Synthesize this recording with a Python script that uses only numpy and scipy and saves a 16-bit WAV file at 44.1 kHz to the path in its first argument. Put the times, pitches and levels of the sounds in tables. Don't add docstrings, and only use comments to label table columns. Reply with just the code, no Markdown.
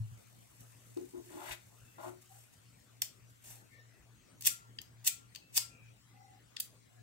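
import sys
import numpy as np
from scipy import signal
from scipy.fft import rfft, irfft, next_fast_len
from scipy.io import wavfile
from scipy.ndimage import uniform_filter1d, map_coordinates

SR = 44100
rng = np.random.default_rng(int(sys.argv[2]) if len(sys.argv) > 2 else 0)


def put_to_file(sound):
    columns = np.atleast_2d(sound).T
    safe = np.clip(columns, -1, 1)
    whole_steps = np.round(safe * 32767)
    wavfile.write(sys.argv[1], SR, whole_steps.astype(np.int16))


N = 309582


def amp(db):
    return 10 ** (np.asarray(db) / 20)


def unit(x):
    return x / np.sqrt(np.mean(x ** 2) + 1e-20)


def along(points, hz):
    point_hz, value = np.transpose(points)
    return np.interp(np.log(hz + 1), np.log(point_hz + 1), value)


def levels(rows):
    point_s, *columns = np.transpose(rows)
    now = np.arange(N) / SR
    return [amp(np.interp(now, point_s, column, -200, -200)) for column in columns]


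def wobble(rate, size=N):
    knots = rng.standard_normal(int(size * rate / SR) + 4)
    return map_coordinates(knots, [np.arange(size) * rate / SR])


def filtered(x, response):
    m = next_fast_len(N + SR // 2)
    spectrum = rfft(x, m) * response(np.fft.rfftfreq(m, 1 / SR))
    return irfft(spectrum, m)[..., :N]


def ringing(modes):
    def response(f):
        total = 0
        for k, (centre, width, db) in enumerate(modes):
            resonance = 1j * f * width / (centre * centre - f * f + 1j * f * width)
            total = total + (-1) ** k * amp(db) * resonance
        return total
    return response


def twice(modes):
    return lambda f: ringing(modes)(f) ** 2


def grains(response, rate, rough_db):
    uneven = amp(rough_db * wobble(rate)) * rng.standard_normal(N)
    return unit(filtered(uneven, response))


def lighter_clicks():
    # peak_s, case_db, metal_db, brightness_db, rise_s, left_over_right_db
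    clicks = [(.6066, -78, -56.5, 8.5, .0004, -4.5), (.9718, -78, -55, -7, 0.00092, -6),
              (3.0191, -40, -20.5, 1.5, 0.00068, -1), (4.4093, -57.5, -43.5, 2, 0.00077, -2),
              (4.422, -49, -43, 4.5, .001, 4), (4.436, -60, -47, -5.5, .001, -2.5),
              (4.4506, -58, -33, -1.5, .0015, 5), (4.457, -54, -32.5, 5.5, 0.001345, 13.5),
              (4.4695, -44.5, -26, 10.5, .002, 4), (4.4727, -34, -19, 5, 0.000677, -6.5),
              (4.7856, -34, -53.5, -9.5, .0003, 6.5), (4.816, -63, -45.5, 1.5, .001, 1.5),
              (5.047, -54.5, -44.5, 0.5, .002, -1.5), (5.068, -45.5, -31.5, 7, 0.0023, -1.5),
              (5.0756, -38, -21.5, 4, 0.0018, 0.3), (5.0814, -32, -31, 0.5, .001, -14.5),
              (5.3494, -63, -48.5, -6, .0012, 7), (5.3587, -36, -45, -1.5, 0.0017, -1),
              (5.559, -44, -40, -4.5, .002, -7.5), (5.569, -47, -27.5, 5.5, .0015, 4),
              (5.5769, -18.5, -21, -1.5, 0.00055, -9), (6.5665, -33.5, -46.5, -15, 0.0012, -1),
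              (6.6, -37, -42.5, 13.5, .001, 5), (6.6039, -36, -30, 3.5, 0.00081, -6.5)]
    # freq_hz, width_hz, level_db (width and level of one pass)
    case = [(1780, 350, -5.5), (3200, 950, 0.5), (4900, 320, 4)]
    crack = [(2600, 3500, -1), (4770, 6200, 0)]
    hood = [(5590, 2400, -1), (8800, 4000, -2.5)]
    spring = [(11300, 8300, -0.5), (14800, 2500, 5.5)]
    click_t60_s, hood_db = 0.016, -1
    parts = np.zeros((2, 4, N))
    t = np.arange(-SR // 100, SR // 40) / SR
    for peak, case_db, metal_db, bright_db, rise, pan_db in clicks:
        onset = np.exp(np.minimum(t, 0) / rise)
        decay = amp(-60 * np.maximum(t, 0) / click_t60_s)
        chatter = np.where(t < 0, onset, decay) * rng.standard_normal((4, len(t)))
        sharp_blow = 4 * (t == 0)
        sizes = amp([case_db, metal_db - bright_db, metal_db + hood_db, metal_db + bright_db])[:, None]
        burst = sizes * amp(3.0) * (chatter + sharp_blow)
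        a = round(peak * SR) - SR // 100
        pan = amp([pan_db / 2, -pan_db / 2])[:, None, None]
        parts[..., a:a + len(t)] += pan * burst
    return sum(filtered(parts[:, k], twice(modes)) for k, modes in enumerate([case, crack, hood, spring]))


def flint_wheel():
    # thumb_lands_s, slow_turn_db, spark_s, peak_db, ring_db
    strikes = [(4.408, -53, 4.472, -21.5, -53.5), (5.042, -51.5, 5.076, -23.5, -62),
               (5.525, -72, 5.575, -22, -63.5)]
    # freq_hz, level_db
    flint = [(250, -62.5), (500, -22), (1500, -18.5), (2600, -4), (4000, -6.5), (8000, 2), (12000, -0.5),
             (16000, 4)]
    spin_up_db_per_s, stop_db_per_s = 820, 1100.5
    ring_after_s, ring_t60_s, ring_hz, beat_hz = 0.027, 0.53, 1365, 7.2
    force, linger = np.zeros(N), np.zeros(N)
    now, t = np.arange(N) / SR, np.arange(SR // 3) / SR
    pair = np.sin(2 * np.pi * ring_hz * t) + 0.46 * np.sin(2 * np.pi * (ring_hz - beat_hz) * t)
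    for lands, creep_db, spark, peak_db, ring_db in strikes:
        swell_db = np.maximum(creep_db, peak_db - spin_up_db_per_s * (spark - now))
        stop_db = peak_db - stop_db_per_s * (now - spark)
        force += (now > lands) * amp(np.where(now < spark, swell_db, stop_db))
        ring = amp(ring_db - 60 * t / ring_t60_s) * (1 - np.exp(-t / 0.0047)) * pair
        linger[round((spark + ring_after_s) * SR):][:len(t)] += ring
    grind = force * grains(lambda f: amp(along(flint, f)), 700, rough_db=1.5)
    return (grind + linger) * amp([[-1.5], [1.5]])


def dragging_and_knocks():
    friction = np.array(levels(RUB)[:3])
    # start_s, length_s, sag_db_per_s, boom_db, scrape_db
    skids = [(0.965, 0.096, 154, -42.5, -73), (1.133, 0.068, 50, -49.5, -68.5),
             (1.977, 0.056, 80, -66, -55.5), (2.03, 0.056, 29, -64, -53.5), (2.059, 0.082, 125, -53.5, -68)]
    # start_s, top_db, thing_db
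    knocks = [(0.973, -12, -50), (1.521, -39, -48), (1.982, -42, -37), (2.061, -33, -32), (2.094, -27, -52),
              (3.021, -46, -37), (5.577, -29, -22)]
    # freq_hz, width_hz, level_db (friction passes through them twice, knocks once)
    top = [(258.2, 17.5, 1.5), (366, 86, 0.5)]
    thing = [(609, 110, 3), (882, 77, 3.5), (1000, 99, 2), (1370, 225, 0)]
    grit_modes = [(1423, 290, 1), (2130, 620, 2.5), (2940, 850, 4.5), (3840, 2700, -1)]
    skid_rise_s, skid_stop_db_per_s, skid_grit_db = 0.0049, 600, -17
    judder_hz, judder_waver_hz, judder_db = 360.7, 7.1, 1.5
    t = np.arange(SR // 2) / SR
    blows = np.zeros((2, N))
    for start, top_db, thing_db in knocks:
        a = round(start * SR)
        decay = amp(-60 * t[:300] / 0.0026)
        blows[:, a:a + 300] += amp([[top_db], [thing_db]]) * decay * rng.standard_normal((2, 300))
    for start, length, sag_db, boom_db, scrape_db in skids:
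        fall = amp(-sag_db * t - skid_stop_db_per_s * np.maximum(t - length, 0))
        skid = fall * (1 - np.exp(-t / skid_rise_s))
        sizes = amp([[boom_db], [scrape_db], [scrape_db + skid_grit_db]])
        friction[:, round(start * SR):][:, :len(t)] += sizes * skid
    boom, scrape, grit = friction
    phase = 2 * np.pi * np.cumsum(judder_hz + judder_waver_hz * wobble(20)) / SR
    judder = amp(judder_db + 1.9 * wobble(24.9)) * np.sin(phase)
    drag = boom * (judder + amp(-4.5) * grains(twice(top), 41, rough_db=0.8))
    drag += scrape * grains(twice(thing), 90, rough_db=1.5)
    drag += grit * grains(twice(grit_modes), 200, rough_db=3)
    return drag + filtered(blows[0], ringing(top)) + filtered(blows[1], ringing(thing))


def low_thumps():
    # start_s, level_db, pitch_hz, t60_s
    bumps = [(0, -35.5, 110.5, 0.35), (.115, -47, 110.6, 0.3), (1.506, -51.5, 55, 0.11),
             (3.995, -63, 55, 0.24)]
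    out, t = np.zeros(N), np.arange(SR // 2) / SR
    for start, db, hz, t60 in bumps:
        envelope = amp(db - 60 * t / t60) * (1 - np.exp(-t / 0.0038))
        out[round(start * SR):][:len(t)] += envelope * np.sin(2 * np.pi * hz * t)
    return out


def hands():
    # time_s, level_db
    rustle = [(0, -70.5), (.5, -67.5), (1.15, -66), (1.95, -69.5), (2.6, -72.5), (3.1, -77), (3.75, -74.5)]
    # start_s, length_s, level_db
    swishes = [(0.604, .04, -68), (2.001, 0.13, -59), (2.209, .03, -64), (2.278, 0.22, -65.5),
               (2.526, 0.028, -67.5), (3.284, 0.043, -73), (3.418, .22, -54.5)]
    # freq_hz, level_db
    skin_spectrum = [(600, -7), (1000, -14.5), (2500, -10), (4500, -11), (6500, -5.5), (9000, -2.5),
                     (12000, 1.5), (16000, -1)]
    skin, t = levels(RUB)[3] + levels(rustle)[0], np.arange(SR // 2) / SR
    for start, length, db in swishes:
        arch = np.sin(np.pi * np.minimum(t / length, 1) ** 0.64) ** 2
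        skin[round(start * SR):][:len(t)] += amp(db) * arch
    return skin * grains(lambda f: amp(along(skin_spectrum, f)), 150, rough_db=2.0)


# time_s, boom_db, scrape_db, grit_db, skin_db
RUB = [(1.24, -72.5, -91, -79, -76), (1.36, -50.5, -59.5, -70.5, -63), (1.43, -67.5, -56, -62.5, -58),
       (1.53, -62.5, -60, -49, -48.5), (1.585, -92, -94, -100, -89.5)]


def ports(x):
    lag = 49
    left, right = x * np.ones((2, 1))
    return np.array([np.pad(left, (lag, 0))[:N], right])


def room(x):
    # freq_hz, t60_s
    decay_times = [(300, 0.28), (2000, 0.26), (8000, 0.25), (15000, 0.17)]
    out, step = np.zeros((2, N + SR)), SR // 4
    for a in range(0, N, step):
        hz, t, z = signal.stft(rng.standard_normal((2, SR // 2)), SR, nperseg=256)
        decay = amp(-60 * t / along(decay_times, hz)[:, None])
        build_up = 1 - 0.35 * np.exp(-(t / 0.0071) ** 2)
        tail = signal.istft(z * decay * build_up, SR, nperseg=256)[1]
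        wet = signal.fftconvolve(x[None, a:a + step], tail / np.linalg.norm(tail[0]), axes=1)
        out[:, a:a + wet.shape[1]] += wet
    return out[:, :N]


def far_hoots():
    # start_s, length_s, pitch_hz, level_db, blur_hz
    calls = [(1.832, 0.16, 2650, -72.5, 80), (2.295, 0.096, 776, -64.5, 38), (3.486, 0.16, 826, -72, 113),
             (3.701, .1, 2166, -68.5, 190), (3.711, .15, 1820, -64, 40.7), (3.863, 0.13, 1960, -73.5, 95),
             (3.927, 0.07, 2630, -76, 52), (5.396, 0.13, 2640, -67.5, 18), (5.657, 0.17, 2740, -74, 58),
             (5.682, 0.25, 2460, -67.5, 160), (6.139, 0.26, 790, -63, 50), (6.063, 0.34, 2020, -76.5, 70),
             (6.903, .2, 707, -71, 39), (6.958, .095, 1715, -75.5, 72)]
    out = np.zeros((2, N + SR))
    for start, length, hz, db, blur_hz in calls:
        t = np.arange(round(length * SR)) / SR
        envelope = amp(db) * np.sin(np.pi * t / length) ** 0.41
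        for side in out:
            tone = wobble(2 * blur_hz, size=len(t)) * np.sin(2 * np.pi * hz * t)
            tone += wobble(2 * blur_hz, size=len(t)) * np.cos(2 * np.pi * hz * t)
            side[round(start * SR):][:len(t)] += envelope * tone
    return out[:, :N]


def hum():
    # time_s, level_db
    course = [(0, -69), (.65, -62), (1.3, -65.5), (2.1, -65), (2.8, -65.5), (3.6, -62.5), (4.7, -62.5),
              (5.4, -64), (6, -63.5), (6.5, -67.5), (7.03, -60)]
    hum_hz, fast_beat_hz, slow_beat_hz = 116.62, 3.45, .75
    above_db, below_db, slow_db = -7.5, -11, -11
    fast_swell_s, slow_swell_s = 0.651, .72
    t = np.arange(N) / SR
    fast = np.exp(2j * np.pi * fast_beat_hz * (t - fast_swell_s))
    slow = np.exp(2j * np.pi * slow_beat_hz * (t - slow_swell_s))
    throb = 1 + amp(above_db) * fast + amp(below_db) / fast + amp(slow_db) / slow
    tone = np.real(throb * np.exp(2j * np.pi * hum_hz * t))
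    return levels(course)[0] * amp(0.98 * wobble(13)) * tone


def hiss():
    # freq_hz, level_db
    spectrum = [(15, -47), (25, -37), (50, -10.5), (85, -10.5), (117, -2), (142, -9.5), (270, -12),
                (350, -17), (870, -23), (2000, -24), (5000, -28.5), (16000, -28)]
    # freq_hz, likeness (1 is identical)
    alike = [(30, .6), (130, 0.84), (290, .05), (16000, 0.057)]
    hiss_db = -64.5
    z = signal.stft(rng.standard_normal((2, N)), nperseg=512)[2]
    patches = uniform_filter1d(uniform_filter1d(rng.standard_normal(z.shape), 5, 1), 10, 2)
    pair = signal.istft(z * amp(4.1 * unit(patches)), nperseg=512)[1][:, :N]

    def mid_and_side(f):
        turn = np.arccos(np.clip(along(alike, f), -1, 1)) / 2
        return amp(along(spectrum, f)) * [np.cos(turn), np.sin(turn)]

    mid, side = filtered(pair, mid_and_side)
    return amp(hiss_db) * unit(np.array([mid + side, mid - side]))


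def scene():
    lighter = lighter_clicks() + flint_wheel()
    table = dragging_and_knocks() + low_thumps() + hands()
    near = amp([[3.8], [2.2]]) * ports(lighter) + amp(5.0) * ports(table * amp([[.6], [-.6]]))
    reverberation = room(amp(-5) * lighter.mean(0) + amp(-3.5) * table)
    background = hiss() + ports(hum() * amp([[.6], [-.6]]))
    return near + reverberation + far_hoots() + background


def record(dry):
    # freq_hz, gain_db
    left_port = [(60, 1), (2400, 4), (5000, 2), (8500, 6), (9900, -8), (13300, -22), (14300, -7.5),
                 (15000, -6)]
    right_port = [(60, 0), (2400, -2.5), (6300, -1), (8100, -13.5), (10000, -6), (11400, 2), (12700, -5.5),
                  (13700, -14), (15300, -1.5)]
    band_limit_hz = 15780
    return filtered(dry, lambda hz: amp([along(left_port, hz), along(right_port, hz)]) * (hz < band_limit_hz))


dry = scene()
out = record(dry)
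put_to_file(out)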